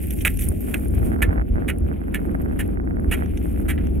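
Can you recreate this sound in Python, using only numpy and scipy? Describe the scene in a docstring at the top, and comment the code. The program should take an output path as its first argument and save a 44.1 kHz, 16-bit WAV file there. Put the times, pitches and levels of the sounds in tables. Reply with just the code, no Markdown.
"""Wind rumbles, buffets and ticks on a pair of close microphone ports throughout, and boots scuff on lake ice.
From 0.25 s a long steel bar is driven in eight times, about twice a second: each blow crushes the ice for a few
hundredths of a second and rings the hand-damped bar. Chips scatter and tinkle, loudest after the first blow.
From 1 s the wind also slaps the ports. Near the end the boots scuff again and three dull knocks sound on the
ice."""
import sys
import numpy as np
from scipy import signal
from scipy.fft import rfft, irfft
from scipy.io import wavfile
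from scipy.ndimage import uniform_filter1d

SR = 44100
rng = np.random.default_rng(int(sys.argv[2]) if len(sys.argv) > 2 else 0)


def file_out(sig):
    """Save sig as 16-bit WAV at sys.argv[1]."""
    # one column per channel
    cols = np.atleast_2d(sig).T
    # limit, then scale
    lim = np.clip(cols, -1, 1)
    pcm = np.round(lim * 32767).astype(np.int16)
    wavfile.write(sys.argv[1], SR, pcm)


N = 176400

# spectra of crushed ice, fine grit and pressure cusps: frequency_hz, relative_density_db
CRUNCH_SPECTRUM = [(300, -9.5), (720, -10), (1050, -14.5), (1450, -1.5), (2000, 3.5), (2550, -2),
                   (3300, -14), (3900, -18), (4900, -43), (9000, -37)]
FIZZ_SPECTRUM = [(3000, -62), (5000, -21), (6500, -15), (8000, -6), (9600, -1), (11500, 4.5), (13200, 0.5),
                 (15000, -9), (16500, 0)]
TICK_SPECTRUM = [(300, -5.5), (700, 18), (1020, 3.5), (1500, 10), (2100, 3.5), (3000, -20.5), (4500, -41)]
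CRUNCH_PAN_DB, DEBRIS_PAN_DB, DEBRIS_WIDTH = -5, -2.5, 0.57


def blows():
    """Impact excitation: the blade crushes and splinters the ice, and the fractures ring the steel."""
    # start_s, attack_s, bite_s, crunch_db, splinter_db, bar_db, blade_db
    strikes = [(0.249, 0.00065, 0.025, -24.5, -28.5, -42, -41),
               (0.7365, 0.0053, 0.0041, -27.5, -35, -38, -47),
               (1.2174, 0.0039, 0.015, -25.5, -29, -31, -23),
               (1.678, 0.0049, 0.022, -29.5, -36.5, -36, -53),
               (2.1385, 0.0047, 0.018, -32, -38.5, -37, -30), (2.5876, .004, 0.024, -34.5, -36, -39, -34),
               (3.11, 0.0046, 0.032, -30, -33, -31.5, -39), (3.68, 0.0091, 0.03, -31.5, -35, -35, -68)]
    # frequency_hz, relative_density_db
    splinter_spectrum = [(3000, -47), (5000, -22), (6300, -11.5), (7900, -4.5), (9400, 4), (12300, 4),
                         (15000, -10.5), (16500, -16)]
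    soft_attack_s = 0.012  # soft ice yields slowly and crumbles longer: this attack doubles the decay

    def bites(layer, base_t60_s):
        return sum(amp(levels_db[layer]) * burst(s, attack, bite, base_t60_s * (1 + attack / soft_attack_s))
                   for s, attack, bite, *levels_db in strikes)
    crush, splinter, shake, ping = [bites(k, t60) for k, t60 in enumerate((0.057, 0.039, 0.02, 0.01))]
    cracking = cracks()
    steel = steel_bar(shake, ping)
    crunch = colour(crush * fractures() * swell(depth_db=1.7, rate_hz=220), CRUNCH_SPECTRUM)
    diffuse = 0.24 * colour(crush * fractures(), CRUNCH_SPECTRUM)
    body = delay_right(place(crunch + steel, diffuse, CRUNCH_PAN_DB), lag_s=25e-6)
    spray = place(splinter * fractures(), 0.5 * splinter * fractures(), pan_db=-0.3)
    return body + colour(spray, splinter_spectrum) + cracking


def steel_bar(shake, ping):
    """Modal resonance: noise under two envelopes drives the bar's damped modes and the blade's ping."""
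    # pitch_hz, relative_db, t60_s
    modes = [(1363, -9.5, 0.21), (1490, 0.5, 0.079), (1880, 1, 0.11), (2150, -4.5, 0.15),
             (2310, 7.5, 0.063), (2620, -14.5, 0.15), (2763, 4, 0.02), (2890, 6, 0.057), (3230, 1, 0.057),
             (6600, -26, .06), (9500, -19, 0.14)]
    blade_hz, blade_t60_s = 1756, 0.055
    white = rng.standard_normal(N)  # sets the bar's modes together, and the blade, to unit gain for noise
    bar_gain = np.std(sum(amp(db) * ring(white, hz, t60) for hz, db, t60 in modes))
    blade_gain = np.std(ring(white, blade_hz, blade_t60_s))
    bar = sum(amp(db) * ring(shake * rng.standard_normal(N), hz, t60) for hz, db, t60 in modes)
    blade = ring(ping * fractures(), blade_hz, blade_t60_s)
    return bar / bar_gain + blade / blade_gain


def cracks():
    """Brittle failure: larger cracks within the blows radiate brief broadband snaps."""
    # start_s, level_db
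    snaps = [(0.2495, -11), (0.2553, -15), (0.2728, -17), (0.2773, -16), (0.7423, -17), (1.2250, -17.5),
             (1.7012, -25.5), (2.1450, -19), (3.1247, -21.5)]
    # frequency_hz, relative_density_db
    spectrum = [(500, -29), (1100, -23.5), (1700, -4.5), (2600, 9), (3600, -13.5), (4900, -33), (6500, -17),
                (10000, -11.5), (15000, -13.5)]
    envelope = sum(amp(db) * burst(s, 0, 0.00058, t60_s=0.017) for s, db in snaps)
    return place(colour(envelope * fractures(), spectrum), 0, pan_db=-5.5)


def fractures():
    """Acoustic emission: ice gives way in tiny fractures that merge into a dense crackle."""
    return even(grains(per_s=5000, spread_db=0), span_s=0.004)


def chips():
    """Free vibration: each landing chip gives a short glassy ring, and grit as it shatters a little."""
    # start_s, level_db, pitch_hz, t60_s
    landings = [(.0278, -43, 13200, .012), (.0690, -25, 13100, 0.0086), (0.1066, -16.5, 11460, 0.011),
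                (0.126, -27, 12700, 0.017), (.2074, -36, 13400, .012), (0.372, -23, 10200, 0.0087),
                (0.393, -19.5, 10860, 0.011), (0.414, -29, 12400, .03), (0.421, -24, 9250, 0.012),
                (0.4364, -28.5, 10100, 0.014), (.4519, -26, 9960, 0.011), (0.4864, -11.5, 9500, 0.013),
                (0.6056, -29, 13200, 0.031), (0.6163, -31, 11700, 0.042), (.7965, -30, 9900, 0.0068),
                (0.8828, -29.5, 10340, .01), (1.784, -31.5, 10940, .012), (2.4153, -34.5, 11860, 0.028),
                (2.6768, -36, 11260, 0.022), (2.9995, -39.5, 10040, 0.015), (3.6012, -34.5, 11200, 0.013)]
    rings, shatter = np.zeros(N), np.zeros(N)
    for s, db, hz, t60 in landings:
        rings += amp(db - 2) * np.sin(2 * np.pi * hz * (seconds() - s)) * burst(s, 0.0014, 0.00077, t60)
        shatter += amp(db - 3.5) * burst(s, 0.0005, 0.00075, t60_s=0.0083)
    grit = 0.55 * colour(shatter * fractures(), FIZZ_SPECTRUM)
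    return place(rings + grit, 0, pan_db=-4.5)


def debris():
    """Shot noise: the many small impacts of sliding crumbs add up to a fizz and a lower rustle."""
    # time_s, fizz_db, rustle_db
    levels = [(0, -42.5, -54), (.22, -37, -52), (.3, -36.5, -43.5), (.35, -44.5, -56.5), (.42, -33, -48.5),
              (.54, -46.5, -57), (.69, -39, -49.5), (.8, -45.5, -58.5), (1.08, -47.5, -57),
              (1.27, -59, -61.5), (1.6, -61, -62.5), (1.84, -58, -65), (1.89, -59.5, -56),
              (2.08, -62, -64.5), (2.2, -54.5, -60), (2.5, -57.5, -61.5), (2.65, -54, -58), (2.8, -67, -72),
              (3.05, -60.5, -67), (3.18, -47.5, -52), (3.3, -56.5, -57.5), (3.45, -49.5, -57.5),
              (3.62, -52, -60), (3.8, -54, -53.5), (4, -57, -65.5)]
    # frequency_hz, relative_density_db
    rustle_spectrum = [(900, -16.5), (1500, -1.5), (2400, 7.5), (3300, -3), (4500, -22.5), (7000, -53)]

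    def skitter(spectrum):
        mid, side = [even(grains(per_s=3500, spread_db=3.5), span_s=0.2) for _ in range(2)]
        return colour(place(mid, DEBRIS_WIDTH * side, DEBRIS_PAN_DB), spectrum)
    fizz_gain, rustle_gain = in_time(levels)
    showers = swell(depth_db=3, rate_hz=36.3)
    fizz = amp(-3) * skitter(FIZZ_SPECTRUM) + amp(-6.5) * tinkles()
    rustle = swell(depth_db=2, rate_hz=18) * skitter(rustle_spectrum)
    return showers * (fizz_gain * fizz + rustle_gain * rustle)


def tinkles():
    """Impulse responses: random impacts ring tiny pieces of ice, scattered left and right."""
    pitches_hz = np.geomspace(8900, 13400, 30)
    rings = np.zeros((2, N))
    for k, hz in enumerate(pitches_hz):
        impacts = grains(per_s=980 / len(pitches_hz), spread_db=4.5)
        rings += place(ring(impacts, hz, t60_s=0.012), 0, DEBRIS_PAN_DB + 3 * (-1) ** k)
    return even(rings, span_s=0.13)


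def knocks():
    """Damped impacts: three dull clacks on the crushed ice near the end."""
    # start_s, level_db, t60_s
    falls = [(3.558, -46, 0.028), (3.777, -36, 0.064), (3.808, -47, 0.047)]
    envelope = sum(amp(db) * burst(s, 0.001, 0.0013, t60) for s, db, t60 in falls)
    return place(colour(envelope * fractures(), CRUNCH_SPECTRUM), 0, CRUNCH_PAN_DB)


def scuffs():
    """Fracture under load: the crust breaks beneath the boots in short crunches."""
    # start_s, level_db, t60_s
    steps = [(0.104, -36, 0.049), (.185, -44, 0.05), (0.206, -35.5, 0.062), (.371, -37, 0.015),
             (.389, -34.5, 0.039), (0.417, -40, 0.11), (3.258, -41, 0.017), (3.3725, -36, 0.03),
             (3.870, -32.5, 0.0051)]
    # frequency_hz, relative_density_db
    spectrum = [(900, -32), (1500, -4.5), (2400, 3), (3500, -1), (4700, -30.5), (5900, -1), (7500, -15),
                (10000, -7), (15000, -20)]
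    load = sum(amp(db) * burst(s, 0.0026, 0.00067, t60) for s, db, t60 in steps)
    return colour(place(load * fractures(), DEBRIS_WIDTH * load * fractures(), DEBRIS_PAN_DB), spectrum)


def wind():
    """Turbulent pressure on the ports: rumble with thumping eddies, buffeting, flutter and ticks."""
    # time_s, buffet_db, flutter_db
    gust_levels = [(0, -29, -52), (.15, -29, -61), (.27, -27.5, -42), (.36, -31, -87), (.49, -27, -40),
                   (.57, -29, -61), (.7, -27, -39.5), (.9, -27.5, -47.5), (1.07, -24, -38),
                   (1.17, -24.5, -39), (1.37, -25.5, -31.5), (1.42, -29, -40), (1.47, -31, -60.5),
                   (1.58, -23.5, -32), (1.72, -27.5, -49), (1.9, -24.5, -40), (1.98, -30.5, -45.5),
                   (2.2, -25.5, -40.5), (2.38, -26, -40.5), (2.52, -25.5, -41), (2.8, -27, -43.5),
                   (3.2, -24.5, -40), (3.32, -28.5, -49.5), (3.6, -25.5, -42.5), (4, -25.5, -49)]
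    # time_s, level_db
    rumble_levels = [(0, -26.5), (.4, -22), (.7, -29), (.95, -19.5), (1.35, -27.5), (1.7, -25.5),
                     (2.05, -28), (2.4, -25.5), (2.9, -25), (3.4, -23.5), (4, -21)]
    # centre_s, level_db, half_length_s
    eddies = [(0.488, -17, 0.016), (1.003, -20, 0.035), (1.233, -16, .012), (1.288, -14, 0.019),
              (1.398, -14.5, 0.017), (1.536, -15, 0.023), (1.843, -18, 0.028), (3.094, -13, 0.0094)]
    # three bands of turbulence: frequency_hz, relative_density_db
    rumble_spectrum = [(12, -38), (25, -16), (40, -2.5), (60, 3), (80, 2), (110, -12), (200, -42),
                       (400, -81.5)]
    buffet_spectrum = [(50, -33), (110, -9), (180, 1), (310, -0.5), (400, -8), (520, -16.5), (800, -26),
                       (1500, -102.5)]
    flutter_spectrum = [(250, -11), (450, 2.5), (750, -8), (1020, -12.5), (1500, -13), (2200, -28),
                        (3200, -76), (4800, -62)]
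    buffet_gain, flutter_gain = in_time(gust_levels)
    eddy_power = sum(amp(db) ** 2 * np.exp(-((seconds() - s) / half) ** 2) for s, db, half in eddies)
    rumble_power = in_time(rumble_levels)[0] ** 2 + eddy_power
    flutter = amp(-2) * port_ticks() + amp(-2.5) * turbulence(flutter_spectrum)
    rumble = np.sqrt(rumble_power) * turbulence(rumble_spectrum)
    lumps = swell(depth_db=1, rate_hz=14)
    return rumble + lumps * (buffet_gain * turbulence(buffet_spectrum) + flutter_gain * flutter)


def turbulence(spectrum):
    """Convection: pressure noise sweeps past the left port, then the right, staying partly coherent."""
    # likeness of the two ports: frequency_hz, coherence, left_lead_rad
    ports = [(30, 0.85, .2), (62.5, 0.85, 0.37), (106, 0.88, 0.93), (205, 0.4, 1.62), (340, .62, 2.204),
             (700, 0.61, 2.6), (1500, 0.49, 2.4)]
    coherence, lead = per_bin(ports)
    left, independent = rfft(rng.standard_normal((2, 2 * N)))
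    right = (coherence * left + np.sqrt(1 - coherence ** 2) * independent) * np.exp(-1j * lead)
    pressure = irfft(np.array([left, right]) * amp(per_bin(spectrum)[0]))[:, :N]
    return even(rms_one(pressure), span_s=0.054)


def port_ticks():
    """A random pulse train: pressure cusps, sizes spread evenly in dB, in antiphase at the two ports."""
    per_s, spread_db = 120, 39.5
    gaps, sizes, signs = rng.random((3000, 3)).T
    at = (np.cumsum(2 * gaps) / per_s * SR).astype(int)
    heights = amp(-spread_db * sizes) * np.sign(signs - 0.5)
    clicks = np.zeros(N)
    clicks[at[at < N]] = heights[at < N]
    ticks = colour(rms_one(clicks), TICK_SPECTRUM)
    return place(0.45 * ticks, -ticks, pan_db=2)


def wind_slaps():
    """Pressure impulses: the hardest single cusps of the wind, in antiphase at the two ports."""
    # start_s, relative_db
    slaps = [(1.029, -18), (1.482, -27), (1.622, -15), (2.016, -19), (2.351, -10.5), (2.7728, -15.5),
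             (2.7998, -15), (2.8748, -15.5), (2.996, -17), (3.223, -9.5)]
    clicks = np.zeros(N)
    for s, db in slaps:
        clicks[int(s * SR)] = amp(db)
    cusps = 2.2 * colour(clicks, TICK_SPECTRUM)
    return place(0.4 * cusps, -cusps, pan_db=1.5)


def amp(db):
    """Decibels to amplitude ratio."""
    return 10 ** (np.asarray(db) / 20)


def rms_one(x):
    """Normalisation to rms 1."""
    return x / np.sqrt(np.mean(x ** 2) + 1e-20)


def seconds():
    """Time of each sample."""
    return np.arange(N) / SR


def in_time(rows):
    """Gain curves interpolated in decibels from rows of time_s, level_db, ..."""
    s, *columns = np.transpose(rows)
    return [amp(np.interp(seconds(), s, c)) for c in columns]


def per_bin(rows):
    """A table's columns interpolated in log frequency at every FFT bin."""
    hz, *columns = np.transpose(rows)
    bin_hz = np.arange(N + 1) * SR / (2 * N)
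    return [np.interp(np.log(bin_hz + 1), np.log(hz), c) for c in columns]


def colour(x, spectrum):
    """Minimum-phase filter with the given spectrum; white noise keeps its power."""
    cepstrum = irfft(np.log(rms_one(amp(per_bin(spectrum)[0]))))
    causal_fold = np.r_[1, np.full(N - 1, 2), 1, np.zeros(N - 1)]
    return irfft(rfft(x, 2 * N) * np.exp(rfft(cepstrum * causal_fold)))[..., :N]


def even(x, span_s):
    """Running normalisation: holds the level at rms 1 over the given span."""
    power = np.mean(np.atleast_2d(x) ** 2, axis=0)
    return x / np.sqrt(np.abs(uniform_filter1d(power, max(int(span_s * SR), 2))) + 1e-6)


def grains(per_s, spread_db):
    """A Poisson process of clicks with random signs, rms 1."""
    sizes = amp(spread_db * np.minimum(rng.exponential(1, N), 4))
    return rms_one(sizes * rng.choice([-1, 1], N) * (rng.random(N) < per_s / SR))


def ring(x, hz, t60_s):
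    """Damped oscillator: a unit click sets a sine of height 1 ringing."""
    radius, angle = amp(-60 / (t60_s * SR)), 2 * np.pi * hz / SR
    return signal.lfilter([0, np.sin(angle)], [1, -2 * radius * np.cos(angle), radius ** 2], x + 1e-18)


def burst(start_s, attack_s, length_s, t60_s):
    """Envelope: a linear rise, and exponential decay from length_s after the start."""
    t = seconds() - start_s
    return np.clip(t / max(attack_s, 1e-4), 0, 1) * amp(-60 * np.clip((t - length_s) / t60_s, 0, 4))


def swell(depth_db, rate_hz):
    """Random amplitude modulation: a wandering gain of rms 1."""
    points = rng.standard_normal(2000)
    return rms_one(amp(depth_db * np.interp(seconds() * 2 * rate_hz, np.arange(len(points)), points)))


def place(mid, side, pan_db):
    """Mid-side stereo with a level difference; positive pan_db favours the left."""
    return np.array([(mid + side) * amp(pan_db / 2), (mid - side) * amp(-pan_db / 2)])


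def delay_right(x, lag_s):
    """Path difference: the sound reaches the right port a little later."""
    hz = np.arange(N // 2 + 1) * SR / N
    return np.array([x[0], irfft(rfft(x[1]) * np.exp(-2j * np.pi * hz * lag_s), N)])


def scene():
    """Superposition over open ice, with no echoes."""
    return blows() + chips() + debris() + knocks() + scuffs() + wind() + wind_slaps()


def record(dry):
    """Band limiting: an elliptic low-pass cuts the top steeply."""
    cutoff_hz = 15650
    return signal.sosfilt(signal.ellip(10, 0.1, 80, cutoff_hz, fs=SR, output="sos"), dry)


dry = scene()
out = record(dry)
file_out(out)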